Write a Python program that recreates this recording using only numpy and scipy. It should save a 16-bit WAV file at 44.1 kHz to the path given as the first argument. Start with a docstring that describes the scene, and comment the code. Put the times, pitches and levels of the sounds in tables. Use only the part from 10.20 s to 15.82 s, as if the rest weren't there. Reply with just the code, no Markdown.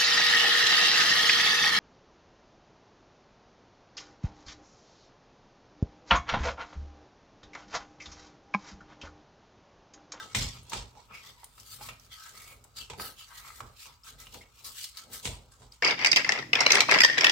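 """Scrubbing a stone bowl

A small tiled kitchen, a stereo microphone at the counter, its left port facing a stone bowl held in a
steel basin. A nylon brush rasps over the rough stone in short strokes and sets the bowl ringing; the
brush head knocks and stiff bristles flick free, and the room answers these two. The bowl grinds and
bumps against the basin and shakes the counter. Short pitched pops and ticks, many on the knocks and
flicks, and a small rising bubble or two sound over the quiet room air."""
import sys
import numpy as np
from scipy import signal
from scipy.fft import rfft, irfft, next_fast_len
from scipy.io import wavfile
from scipy.ndimage import uniform_filter1d

SR = 44100
rng = np.random.default_rng(int(sys.argv[2]) if len(sys.argv) > 2 else 0)


def dump_mix(stems):
    """Bounce the given channels to the path in sys.argv[1] as a 16-bit WAV at rate SR."""
    frames = np.atleast_2d(stems).T  # one column per channel
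    limited = np.clip(frames, -1, 1)  # hard clip at full scale
    pcm = np.round(limited * 32767).astype(np.int16)
    wavfile.write(sys.argv[1], SR, pcm)


N = 247842
TIME = np.arange(N) / SR

# Brush strokes: full pressure t/s, rise/s, hold/s, rasp/dB, fizz/dB over rasp, hollow f/Hz,
# hollow/dB over rasp, bent tips/dB over rasp, wall ring/dB, wall f/Hz, rim ring/dB, rim f/Hz, pan/dB
# (pan is always left minus right)
STROKES = [(0.0, 0.065, 0.028, -47.5, -17.0, 3380.0, -17, -18, -49.5, 1270.0, -58, 1630.0, -4),
           (0.114, 0.074, 0.014, -55, -20, 2200.0, -13, -12, -58.5, 1280, -65, 2120, -3),
           (0.151, 0.0063, 0.032, -33, -15, 2250, -14, -14.0, -58, 1200.0, -49, 2400, -5),
           (0.21, 0.03, 0.03, -35.5, -18, 3390, -9.5, -14, -50.5, 1120, -46, 2280, -4),
           (0.332, 0.04, 0.042, -53, -17, 3300, -10, -16, -61.5, 1200, -58.5, 2310.0, -4),
           (0.547, 0.079, 0.033, -43.0, -22, 2500, -30, -14.0, -48.5, 876, -51.0, 2600.0, -4),
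           (0.788, 0.067, 0.019, -61, -34, 2480.0, -16, -16, -57.5, 875, -77, 2240, -4),
           (0.905, 0.02, 0.026, -85, -13, 2500, -8, -17, -53, 1210, -62, 2500, -6),
           (0.947, 0.031, 0.0084, -52.5, -10, 2560, 0, -30, -66, 1270, -45.5, 2270, -4),
           (1.051, 0.088, 0.038, -53.5, -9.5, 3420, -8, -29, -59.5, 1120, -59.5, 2050, -2),
           (1.19, 0.055, 0.053, -63, -7, 5050, -7, -19, -63, 920.0, -66.5, 2050, -3),
           (1.397, 0.085, 0.0081, -59, 0.5, 4810.0, -10, -4, -77, 1340, -66, 2670, -4.5),
           (1.536, 0.14, 0.001, -48.5, -1, 4670, -8, -8.5, -58, 1330, -67, 2820.0, -2),
           (1.623, 0.06, 0.052, -49.5, -3, 2180, -20, -12, -53.5, 1190, -60, 2440.0, -3.5),
           (1.689, 0.014, 0.0043, -64, -6, 2400, -12, -10, -52.5, 1220, -50.5, 2390, -2),
           (1.802, 0.028, 0.056, -65.5, -3.5, 4930.0, -14, -14.0, -73, 1340.0, -74, 2460.0, -3.5),
           (1.922, 0.022, 0.027, -52, -7, 3270, -3.5, -25, -66.0, 1310, -56.5, 2050.0, -3),
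           (1.998, 0.11, 0.083, -53.5, -7.5, 4170, -16, -18, -58, 1300, -61.0, 1620, -3),
           (2.055, 0.03, 0.028, -61, -6, 3700, -15, 0.5, -62, 1360, -55.5, 1700, -2),
           (2.153, 0.035, 0.08, -56, -3, 2160, -15, -7, -60, 1230, -59.5, 2070, -2.5),
           (2.265, 0.029, 0.062, -59, -0.5, 2180, -15, -9, -64, 1196, -56.5, 2260.0, -3.5),
           (2.57, 0.023, 0.022, -45, -8.5, 4810, -4.5, -12, -57, 1270, -65, 2840, -2.5),
           (2.608, 0.03, 0.011, -55, -22, 3060, 1, -20, -79, 1220, -50.5, 2810, -5),
           (2.701, 0.0065, 0.0079, -54, -23, 3440, -7, -16, -51.0, 980, -56, 2320.0, -7),
           (2.809, 0.031, 0.054, -46, 0.5, 4640, -0.5, -37, -50.5, 1345, -52.5, 1790, -3.5),
           (2.993, 0.039, 0.026, -51.0, -6.5, 3160, -4.5, -25, -60.5, 1235, -54.5, 2820, -4),
           (3.103, 0.068, 0.027, -62, -7.0, 3940, -7, -7, -58.0, 1180, -59, 1740, -3),
           (3.177, 0.11, 0.0068, -51, -2.5, 4040, -10, -14.0, -55.5, 1190, -54, 1860, -4),
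           (3.268, 0.15, 0.028, -54.0, -4.5, 2330, -22, -18, -53, 1206, -53, 2094, -4),
           (3.348, 0.054, 0.037, -56.5, -2, 2190, -14, -4, -62.5, 1270, -63, 1890, -1.5),
           (3.468, 0.02, 0.013, -63.5, -7, 3640, -17, -7, -79, 1280.0, -87, 1610.0, -3),
           (3.597, 0.052, 0.059, -51, -6, 2720, -13, -16, -73, 1320, -60.5, 2320, -3.5),
           (3.673, 0.022, 0.012, -59, -13, 3500, -19, -21, -56, 1050, -68, 2200, -3),
           (3.847, 0.014, 0.026, -55.5, -4.5, 4430, -20, -5, -57, 1300, -69, 2760.0, -4),
           (3.871, 0.021, 0.0077, -50, -8, 3960, -24, -21, -53, 1354, -61, 2300, -3),
           (4.003, 0.029, 0.013, -51, -4, 5080.0, -24, -14.0, -58.5, 1300, -58, 2040, -3.5),
           (4.062, 0.02, 0.01, -68, 2, 2830, 0, -18, -77, 1320, -63, 2610, -8),
           (4.135, 0.033, 0.013, -50, -5, 4330, -8, -13, -71, 960.0, -59, 2900, -3.5),
           (4.215, 0.018, 0.01, -62.5, -18, 2150, -14, -16, -76, 905, -56.5, 2160, -5),
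           (4.382, 0.082, 0.022, -58.5, -6.5, 2820.0, -12, -12, -73, 1160, -65, 2520, -3),
           (4.456, 0.025, 0.019, -47.5, 1.5, 4900, -6, -5, -55, 1180, -71, 2930, -2),
           (4.589, 0.083, 0.06, -45, -4.5, 4730.0, -21, -8.5, -80, 1231, -52.5, 2960, -3),
           (4.777, 0.039, 0.001, -47.0, -7.5, 4800, -17, -9, -52.5, 1330, -56.0, 2140, -4),
           (4.935, 0.037, 0.025, -45.5, -0.5, 4740.0, -19, -13, -52, 1357, -58, 2000.0, -3.5),
           (5.055, 0.033, 0.0036, -38, -10.5, 3420, -18, -4, -48, 960.0, -49, 2600, -4.5),
           (5.11, 0.04, 0.019, -56.5, -8, 3450, -20, -5, -55, 900, -67, 2340, -2),
           (5.317, 0.0071, 0.019, -67, -27, 5300, -22, 1, -68.5, 1190, -70, 1550.0, -2),
           (5.418, 0.074, 0.022, -62, -25, 3770.0, -22, -7.5, -69.5, 970, -77, 1560.0, -4.5),
           (5.524, 0.0091, 0.018, -60.5, -16, 4950, -20, -9, -91, 1360, -77, 2160.0, -2.5)]
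# Brush head on the bowl: t/s, ring peak/dB, f/Hz, t60/s, crack/dB over ring, pan/dB
KNOCKS = [(0.148, -20, 2110, 0.088, -3, -0.5), (0.521, -28.5, 870, 0.034, -31, 2.5),
          (0.532, -27.5, 920, 0.083, -1, -3.5), (0.753, -50, 870, 0.047, -35, -9),
          (0.906, -50, 1230, 0.038, -28, -10), (1.233, -42.5, 880, 0.031, -33, -8),
          (1.379, -45, 1300, 0.11, -25, 0.0), (1.61, -36.5, 810, 0.11, -24, -1),
          (1.688, -29.5, 2280, 0.07, -24, -2.5), (2.32, -50, 544, 0.041, -20, -2),
          (2.449, -49, 920, 0.04, -30, -4), (2.699, -40.5, 1010, 0.069, 4, -3.5),
          (2.701, -34.5, 475, 0.036, -30, -2), (2.734, -35, 870, 0.047, -16, 1),
          (2.785, -41, 414, 0.04, -11, -2), (2.798, -26, 1240, 0.043, -30, -2),
          (3.282, -42, 1150, 0.04, -20, -2), (3.405, -26.5, 1186, 0.034, -36, -3),
          (3.656, -46, 1010, 0.032, -27, -2), (4.069, -41, 3000, 0.037, -11, -2),
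          (4.145, -38, 850, 0.068, -18, 2), (4.15, -38.5, 500, 0.06, -25, 1),
          (5.054, -31.5, 3830, 0.045, 4.5, -2.5), (5.074, -24.5, 3380, 0.027, -28, 1.5),
          (5.42, -48, 1000, 0.14, -28, -1.5)]
# Bristles flicking free: t/s, level/dB, f/Hz, t60/s, pan/dB
FLICKS = [(0.43, -53.5, 8850, 0.047, 3.0), (0.496, -36, 6200, 0.045, -4), (1.2426, -34.5, 9150, 0.024, -1),
          (1.3984, -42.5, 5800, 0.033, 4), (1.7968, -42, 5430, 0.018, -6), (2.092, -43.5, 6400, 0.053, -6),
          (2.218, -48.5, 10400, 0.046, -19), (2.275, -49, 7650, 0.038, 1), (2.4398, -46.5, 7650, 0.05, -2),
          (3.839, -53, 5100, 0.041, 2), (4, -43, 6230, 0.064, -5), (4.444, -39.5, 5330, 0.17, -2),
          (4.641, -26.5, 4900, 0.033, -2), (4.771, -37, 4500, 0.077, 2), (4.8366, -50, 6850, 0.04, -12),
          (4.931, -36, 8040, 0.033, -3), (5.3193, -58, 7200, 0.094, -11), (5.5226, -42, 5100, 0.011, -12)]
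# Hands shoving the bowl against the basin: full weight t/s, rise/s, hold/s, grind/dB, drum/dB, sway/dB
SHOVES = [(0.0, 0.043, 0.065, -58, -64.5, -74), (0.157, 0.027, 0.062, -47, -37, -41.5),
          (0.347, 0.029, 0.062, -65.5, -56.0, -66), (0.563, 0.079, 0.012, -49, -46, -46.5),
          (0.781, 0.13, 0, -59.5, -67, -79.0), (0.907, 0.016, 0.022, -62.5, -64.5, -63.5),
          (1.09, 0.27, 0.026, -65.5, -65.5, -71), (1.257, 0.05, 0.0043, -71, -70, -67),
          (1.379, 0.032, 0.046, -70.0, -65, -68), (1.62, 0.19, 0.099, -63, -58.0, -62.5),
          (1.886, 0.24, 0.0071, -70, -63, -69), (2.104, 0.094, 0.14, -66.5, -68, -72),
          (2.193, 0.04, 0, -76, -68, -70), (2.333, 0.27, 0.076, -67, -65.5, -68.0),
          (2.456, 0.03, 0.0036, -68.5, -68, -76), (2.585, 0.074, 0.028, -64.5, -60, -59.5),
          (2.702, 0.0081, 0, -58, -52, -55), (2.801, 0.061, 0, -46.5, -56, -57),
          (3.22, 0.33, 0.17, -72, -69.0, -68.5), (3.41, 0.03, 0.034, -56, -55.5, -54.0),
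          (3.666, 0.018, 0.019, -67.5, -67, -82), (3.934, 0.112, 0.15, -67, -63.5, -64.5),
          (4.143, 0.021, 0.022, -54.5, -58.0, -61), (4.444, 0.13, 0.051, -66, -68, -69.5),
          (4.92, 0.17, 0.017, -57.5, -63.0, -67), (5.057, 0.032, 0.041, -49, -44, -46),
          (5.176, 0.014, 0.096, -67, -76, -71), (5.429, 0.085, 0.014, -61, -58.5, -62)]
# Pitched pops and ticks, bubbles near 4.2 s: t/s, level/dB, start f/Hz, pitch factor per length, length/s
POPS = [(.519, -32, 915, 1.02, .012), (.772, -46, 830, 1.01, .012), (.935, -44, 2600, .96, .008),
        (.948, -41, 2250, 1.0, .012), (1.232, -47, 900, 1.02, .008), (1.609, -37, 830, 1.02, .012),
        (2.615, -41, 2900, 1.01, .012), (3.005, -46, 3000, 1.01, .015), (3.835, -44, 5100, 1.0, .004),
        (4.068, -43, 2850, 1.01, .005), (4.211, -44, 2050, 1.07, .009), (4.232, -55, 2700, 1.12, .006),
        (4.83, -50, 1320, 1.02, .008), (5.521, -41, 4850, 1.0, .004)]
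# Bowl bumping the basin: t/s, level/dB, favoured f/Hz
BUMPS = [(0, -57, 1600), (.149, -68, 2500), (.532, -76, 2500), (2.799, -76, 1300), (5.055, -72, 900)]

# Noise spectra: f/Hz, level/dB
RASP_SPECTRUM = [(880, -43), (1500, -14), (2260, -10), (2560, -13), (2850, -5), (4220, -2), (4670, -2.5),
                 (5280, -4), (7590, -9), (9500, -31.5), (12400, -35), (20900, -120)]  # bristles on stone
FIZZ_SPECTRUM = [(6000, -17.5), (9000, 4), (12000, 3), (14500, 5.5), (15900, 1), (16500, -25)]  # their finest hiss
GRIND_SPECTRUM = [(82, -59), (140, -7), (156, -5), (242, -1.5), (319, -8), (434, -1), (760, -7.5),
                  (800, -2), (1040, -18), (1760, -120)]  # stone on the basin
CRACK_SPECTRUM = [(120, -35), (200, -0.5), (735, -23.5), (1770, -13), (2170, -3), (2700, -4.5),
                  (3690, -3.5), (4600, -9.5), (7970, -4.5), (10300, -34), (16000, -25)]  # the edge of a knock
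AIR_SPECTRUM = [(18, -32), (30, 10.5), (108, 10.5), (164, -6), (325, -17), (750, -18), (1270, 1.5),
                (1830, -17), (2250, -10), (4810, -22), (7900, -13), (10300, -35), (15600, -20)]  # the quiet kitchen
# Modes of bowl and counter: f/Hz, width/Hz, level/dB
BOWL_MODES = [(497, 22, -8), (764, 61, -4.5), (859, 21, -13), (969, 68, 4.5), (1115, 98, 3),
              (1231, 73, -1.5), (1288, 35, -2.5), (1552, 91, 2.5), (1913, 44, -6), (2003, 50, -5.5),
              (2211, 20, -5.5), (2425, 20, -4.5), (2697, 22, -2), (2950, 50, -2.5), (3270, 60, -35),
              (3320, 190, 4), (3550, 60, -2.5), (3650, 44, -15), (3980, 35, -21), (5070, 67, -1)]
COUNTER_MODES = [(51.9, 11.1, 4.5), (70.5, 15.9, -2.5), (92.1, 12.76, -2), (122.4, 14.23, -0.5),
                 (160.4, 17.7, -11), (181.7, 8, -15.5), (234, 24.7, -13.5), (260.1, 15.2, -13.5)]
# Modes of the steel basin: f/Hz, level/dB, t60/s
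BASIN_MODES = [(875, 2, 0.54), (1287, 4, 0.27), (1575, 7.5, 0.088), (1970, -3, 0.28), (2330, -40, 0.4),
               (2240, -19, 0.89), (3170, -3, 0.95), (3150, -9, 0.47), (3640, 9, 0.35), (3720, -15, 0.65)]
# Decay of the tiled room: f/Hz, t60/s
ROOM_DECAY = [(200, 0.38), (1000, 0.42), (4000, 0.34), (12000, 0.21)]
# How alike the microphone's two ports hear: f/Hz, likeness from 0 to 1
PORT_LIKENESS = [(60, 0.51), (180, 0.75), (550, 0.72), (1650, 0.22), (4970, 0.2), (15000, 0.0)]
# The left port faces the bowl: f/Hz, pan/dB
PORT_BALANCE = [(60, -1.5), (240, -0.5), (950, -1), (3770, 3), (9000, 4.5), (15000, 9.5)]
# Floor between strokes and shoves, by layer (rasp, fizz, wall, rim, grind, drum, sway): level/dB
REST_DB = {"rasp": -74, "fizz": -79.5, "wall": -75.5, "rim": -86, "grind": -118, "drum": -76, "sway": -74.5}

LIFT_DB_PER_S = {"rasp": 201, "fizz": 234, "hollow": 300, "wall": 206, "rim": 243}  # the brush lifts
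SETTLE_DB_PER_S, SWAY_SETTLE_DB_PER_S = 140, 172  # the bowl settles
DRUM_LAG_S, SWAY_LAG_S = 0.0091, 0.033  # the counter answers late
BENT_TIPS_HZ, LOW_CUT_HZ, HIGH_CUT_HZ = 7900, 38, 16050
CREST_DB = 4.5  # peak of a noisy snap over its rms
ROOM_DB, AIR_DB = -7.5, -66.5
STEP = 64  # samples per control value


def brush():
    """Bristles rasp on the stone; the hollow under the hand and the bent tips each lift a band."""
    rasp_db, fizz_db, hollow_hz, hollow_db, bent_db = np.transpose(STROKES)[3:8]
    pan_db = np.transpose(STROKES)[12]
    pressed, cupped, fizzing = (swells(STROKES, LIFT_DB_PER_S[k]) for k in ("rasp", "hollow", "fizz"))
    hollow_hz = per_sample(leading(cupped, rasp_db + hollow_db, hollow_hz))  # the grip shifts
    tips = slips(per_s=10000, spread_db=2.1) * gain_of(1.6 * drift(300))  # tufts pass in bunches
    crackle = slips(per_s=400, spread_db=2.5)  # a few stiff bristles
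    tips = rough_stone(tips + .22 * crackle, depth_db=3, bins=3, frames=7)
    layers = [(level(pressed, rasp_db, REST_DB["rasp"]), coloured(tips, RASP_SPECTRUM)),
              (level(cupped, rasp_db + hollow_db, -90), band(tips, hollow_hz, width_hz=600)),
              (level(pressed, rasp_db + bent_db, -90), band(tips, BENT_TIPS_HZ, width_hz=2600)),
              (level(fizzing, rasp_db + fizz_db, REST_DB["fizz"]), coloured(tips, FIZZ_SPECTRUM))]
    sound = sum(per_sample(envelope) * noise for envelope, noise in layers)
    return sides(per_sample(leading(pressed, rasp_db, pan_db))) * sound


def slips(per_s, spread_db):
    """Catching and slipping on the stone's grains: uneven clicks, heard in both ports."""
    size = gain_of(spread_db * np.minimum(rng.exponential(1, (2, N)), 5)) * rng.standard_normal((2, N))
    return unit_rms(paired(size * (rng.random((2, N)) < per_s / SR)))


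def rough_stone(x, depth_db, bins, frames):
    """Each spot of the stone favours its own narrow bands for a moment."""
    spectra = signal.stft(x, nperseg=512)[2]
    patches = uniform_filter1d(rng.standard_normal(spectra.shape[1:]), bins, axis=0)
    patches = unit_rms(uniform_filter1d(patches, frames, axis=1))
    return unit_rms(signal.istft(spectra * gain_of(depth_db * patches), nperseg=512)[1][:, :N])


def bowl_ring():
    """Rubbing rings the bowl's modes, most those near the pitch of wall and rim under the brush."""
    wall_db, wall_hz, rim_db, rim_hz = np.transpose(STROKES)[8:12]
    tips = slips(per_s=5000, spread_db=4)
    mode_hz, _, mode_db = np.transpose(BOWL_MODES)[:, :, None]
    weights = 0
    for spot, spot_db, spot_hz in ("wall", wall_db, wall_hz), ("rim", rim_db, rim_hz):
        shapes = swells(STROKES, LIFT_DB_PER_S[spot])
        centre_hz = leading(shapes, spot_db, spot_hz)
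        share = gain_of(mode_db) * near(mode_hz, centre_hz, .4, 20) * near(mode_hz, centre_hz, .08, 8)
        weights += level(shapes, spot_db, REST_DB[spot]) * share / np.linalg.norm(share, axis=0)
    return sum(per_sample(weight) * unit_rms(ring_at(ring_at(tips, hz, width), hz, 6 * width))
               for (hz, width, _), weight in zip(BOWL_MODES, weights))


def knocks():
    """The brush head's hard tap and its chatter ring the bowl's modes under a short crack."""
    out, t = np.zeros((2, N)), TIME[:SR // 5]
    for start, db, hz, t60, crack_db, pan_db in KNOCKS:
        burst = paired(rng.standard_normal((2, len(t))))
        fading = gain_of(-60 * t / t60)
        chatter = .15 * burst * fading
        chatter[:, :12] += np.hanning(12) / 4  # the tap is a short rounded push
        ring = 2.4 * ring_at(chatter, hz, .1 * hz) / (.08 * hz)
        for mode_hz, width, mode_db in BOWL_MODES:
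            mode = ring_at(chatter, mode_hz, 2.5 * width) / (5 * width)
            ring += gain_of(mode_db) * near(mode_hz, hz, octaves=.7, boost_db=8) * mode
        envelope = (fading + .8 * np.exp(-t / .003)) * np.minimum(t / .001, 1)
        crack = gain_of(crack_db - CREST_DB) * envelope * coloured(burst, CRACK_SPECTRUM)
        add(out, start, gain_of(db) * sides(pan_db)[:, None] * (ring / abs(ring).max() + crack))
    return out


def flicks():
    """Stiff bristles spring free with a brief high snap."""
    out, t = np.zeros((2, N)), TIME[:SR // 5]
    for start, db, hz, t60, pan_db in FLICKS:
        burst = paired(rng.standard_normal((2, len(t))))
        snap = unit_rms(ring_at(burst, hz, .15 * hz))
        snap += .3 * coloured(burst, RASP_SPECTRUM) + .45 * coloured(burst, FIZZ_SPECTRUM)
        envelope = gain_of(db - CREST_DB - 60 * t / t60) * np.minimum(t / .0012, 1)
        add(out, start, envelope * sides(pan_db)[:, None] * snap)
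    return out


def bowl_grind():
    """The heavy stone grinds dully against the basin at each shove."""
    envelope = level(swells(SHOVES, SETTLE_DB_PER_S), np.transpose(SHOVES)[3], REST_DB["grind"])
    return per_sample(envelope) * coloured(slips(per_s=2000, spread_db=1), GRIND_SPECTRUM)


def counter():
    """The basin rocks and drums the counter's low modes, whose pitch and strength waver."""
    drum_db, sway_db = np.transpose(SHOVES)[4:]
    drum = per_sample(level(swells(SHOVES, SETTLE_DB_PER_S, DRUM_LAG_S), drum_db, REST_DB["drum"]))
    sway = per_sample(level(swells(SHOVES, SWAY_SETTLE_DB_PER_S, SWAY_LAG_S), sway_db, REST_DB["sway"]))
    out = np.zeros((2, N))
    for hz, width, db in COUNTER_MODES:
        cycles = np.cumsum(hz + .5 * width * drift(924)) / SR
        right_offset = np.array([[0], [.04]]) * drift(2900)
        strength = (sway if hz < 80 else drum) * gain_of(db + 2.5 * drift(900))
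        out += strength * np.sin(2 * np.pi * (cycles + right_offset + rng.random()))
    return out


def pops():
    """Short pitched pops and ticks, many on knocks and flicks, and a small rising bubble or two."""
    out = np.zeros((2, N))
    for start, db, hz, glide, length in POPS:
        age = np.arange(0, 3 * length, 1 / SR) / length
        envelope = 2 * np.sqrt(age) * np.exp(-1.8 * age)
        note = envelope * np.sin(2 * np.pi * np.cumsum(hz * glide ** age) / SR)
        add(out, start, gain_of(db) * np.array([note, note]))
    return out


def basin():
    """The steel rings thinly after each bump of the bowl, tapering out within half a second."""
    out, t = np.zeros((2, N)), TIME[:SR // 2]
    for start, db, centre_hz in BUMPS:
        for hz, mode_db, t60 in BASIN_MODES:
            ring = np.sin(2 * np.pi * (hz * t + .35 * rng.random((2, 1))))
            envelope = gain_of(db + mode_db - 60 * t / t60) * (1 - 2 * t)
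            add(out, start, envelope * near(hz, centre_hz, octaves=.4, boost_db=14) * ring)
    return out


def tiled_room(x):
    """Reflections off the tiles: sparse taps of random sign, each band dying at its own speed."""
    taps = np.zeros((2, SR // 2))
    slots = np.arange(200, SR // 2 - 20, 20)
    arrivals = slots + rng.integers(0, 20, (2, len(slots)))
    np.put_along_axis(taps, arrivals, rng.choice([-1., 1.], arrivals.shape), axis=1)
    hz, t, spectra = signal.stft(taps, SR, nperseg=256)
    decay = gain_of(-60 * t / curve_at(ROOM_DECAY, hz)[:, None])
    tail = signal.istft(spectra * decay, SR, nperseg=256)[1]
    return signal.fftconvolve(x, tail / np.linalg.norm(tail[0]), axes=1)[:, :N]


def room_air():
    """The kitchen's steady room tone: low rumble and faint hiss."""
    return gain_of(AIR_DB) * coloured(paired(rng.standard_normal((2, N))), AIR_SPECTRUM)


def gain_of(db):
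    """Decibels to a factor."""
    return 10 ** (np.asarray(db) / 20)


def unit_rms(x):
    """Scales to rms 1."""
    return x / np.sqrt(np.mean(x ** 2) + 1e-20)


def curve_at(points, hz):
    """Reads a curve on a log-frequency axis."""
    f, value = np.transpose(points)
    return np.interp(np.log(hz + 1), np.log(f + 1), value)


def sides(pan_db):
    """Left and right gains."""
    return gain_of(np.array([pan_db, -pan_db]) / 2)


def add(mix, start_s, sound):
    """Mixes a stereo sound in at a time."""
    part = mix[:, round(start_s * SR):][:, :sound.shape[1]]
    part += sound[:, :part.shape[1]]


def coloured(x, spectrum):
    """Filters by a spectrum, rms 1."""
    size = next_fast_len(x.shape[-1])
    gains = gain_of(curve_at(spectrum, np.fft.rfftfreq(size, 1 / SR)))
    return unit_rms(irfft(rfft(x, size) * gains, size)[..., :x.shape[-1]])


def paired(noises):
    """Makes two independent noises as alike as the microphone's ports hear them."""
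    size = next_fast_len(noises.shape[1])
    likeness = curve_at(PORT_LIKENESS, np.fft.rfftfreq(size, 1 / SR))
    left, other = rfft(noises, size)
    right = likeness * left + np.sqrt(1 - likeness ** 2) * other
    return irfft(np.array([left, right]), size)[:, :noises.shape[1]]


def band(x, hz, width_hz):
    """A band whose centre may move, rms 1: twice shifts hz down to zero, smooths and shifts back."""
    carrier = np.exp(2j * np.pi * np.cumsum(hz * np.ones(N)) / SR)
    pole = np.exp(-np.pi * width_hz / SR)
    for _ in range(2):
        x = 2 * (carrier * signal.lfilter([1 - pole], [1, -pole], x / carrier + 1e-18)).real
    return unit_rms(x)


def ring_at(x, hz, width_hz):
    """A resonance of steady pitch."""
    return signal.lfilter(*signal.iirpeak(hz, hz / width_hz, SR), x)


def near(hz, centre_hz, octaves, boost_db):
    """Gain favouring the modes close to a centre frequency."""
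    return gain_of(boost_db * np.exp(-(np.log2(hz / centre_hz) / octaves) ** 2))


def drift(samples):
    """Slow random wander, rms 1."""
    return unit_rms(uniform_filter1d(uniform_filter1d(rng.standard_normal(N), samples), samples))


def swells(events, fall_db_per_s, lag_s=0):
    """Rise, hold and release of each event, as gains at control rate; a rise gains 20 dB."""
    full_at, rise, hold = np.transpose(events)[:3, :, None]
    t = TIME[::STEP] - lag_s - full_at
    return gain_of(np.minimum(20 * t / rise, 0) - fall_db_per_s * np.maximum(t - hold, 0))


def level(shapes, db, rest_db):
    """Amplitude of overlapping events and a resting floor, summed by power."""
    return np.sqrt(((shapes * gain_of(db)[:, None]) ** 2).sum(axis=0) + gain_of(rest_db) ** 2)


def leading(shapes, db, value):
    """The value of the event loudest at each moment, shifting quickly."""
    return uniform_filter1d(value[(shapes * gain_of(db)[:, None]).argmax(axis=0)], size=6)


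def per_sample(control):
    """A control value for every sample."""
    return np.interp(TIME, TIME[::STEP], control)


def scene():
    """The work at the counter over the room tone; only knocks and flicks get the room's tail."""
    struck = knocks() + flicks()
    background = room_air() + gain_of(ROOM_DB) * tiled_room(struck)
    return background + struck + pops() + basin() + brush() + bowl_ring() + bowl_grind() + counter()


def record(dry):
    """The stereo microphone: brighter on the left, with the deepest bass and highest treble cut."""
    size = next_fast_len(N)
    hz = np.fft.rfftfreq(size, 1 / SR)
    low_cut = 1 / np.sqrt(1 + (LOW_CUT_HZ / (hz + 1)) ** 8)
    heard = irfft(rfft(dry, size) * sides(curve_at(PORT_BALANCE, hz)) * low_cut, size)[:, :N]
    high_cut = signal.firwin(511, HIGH_CUT_HZ, window=("kaiser", 9), fs=SR)
    return signal.oaconvolve(heard, high_cut[None], "same")


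dry = scene()
out = record(dry)
dump_mix(out)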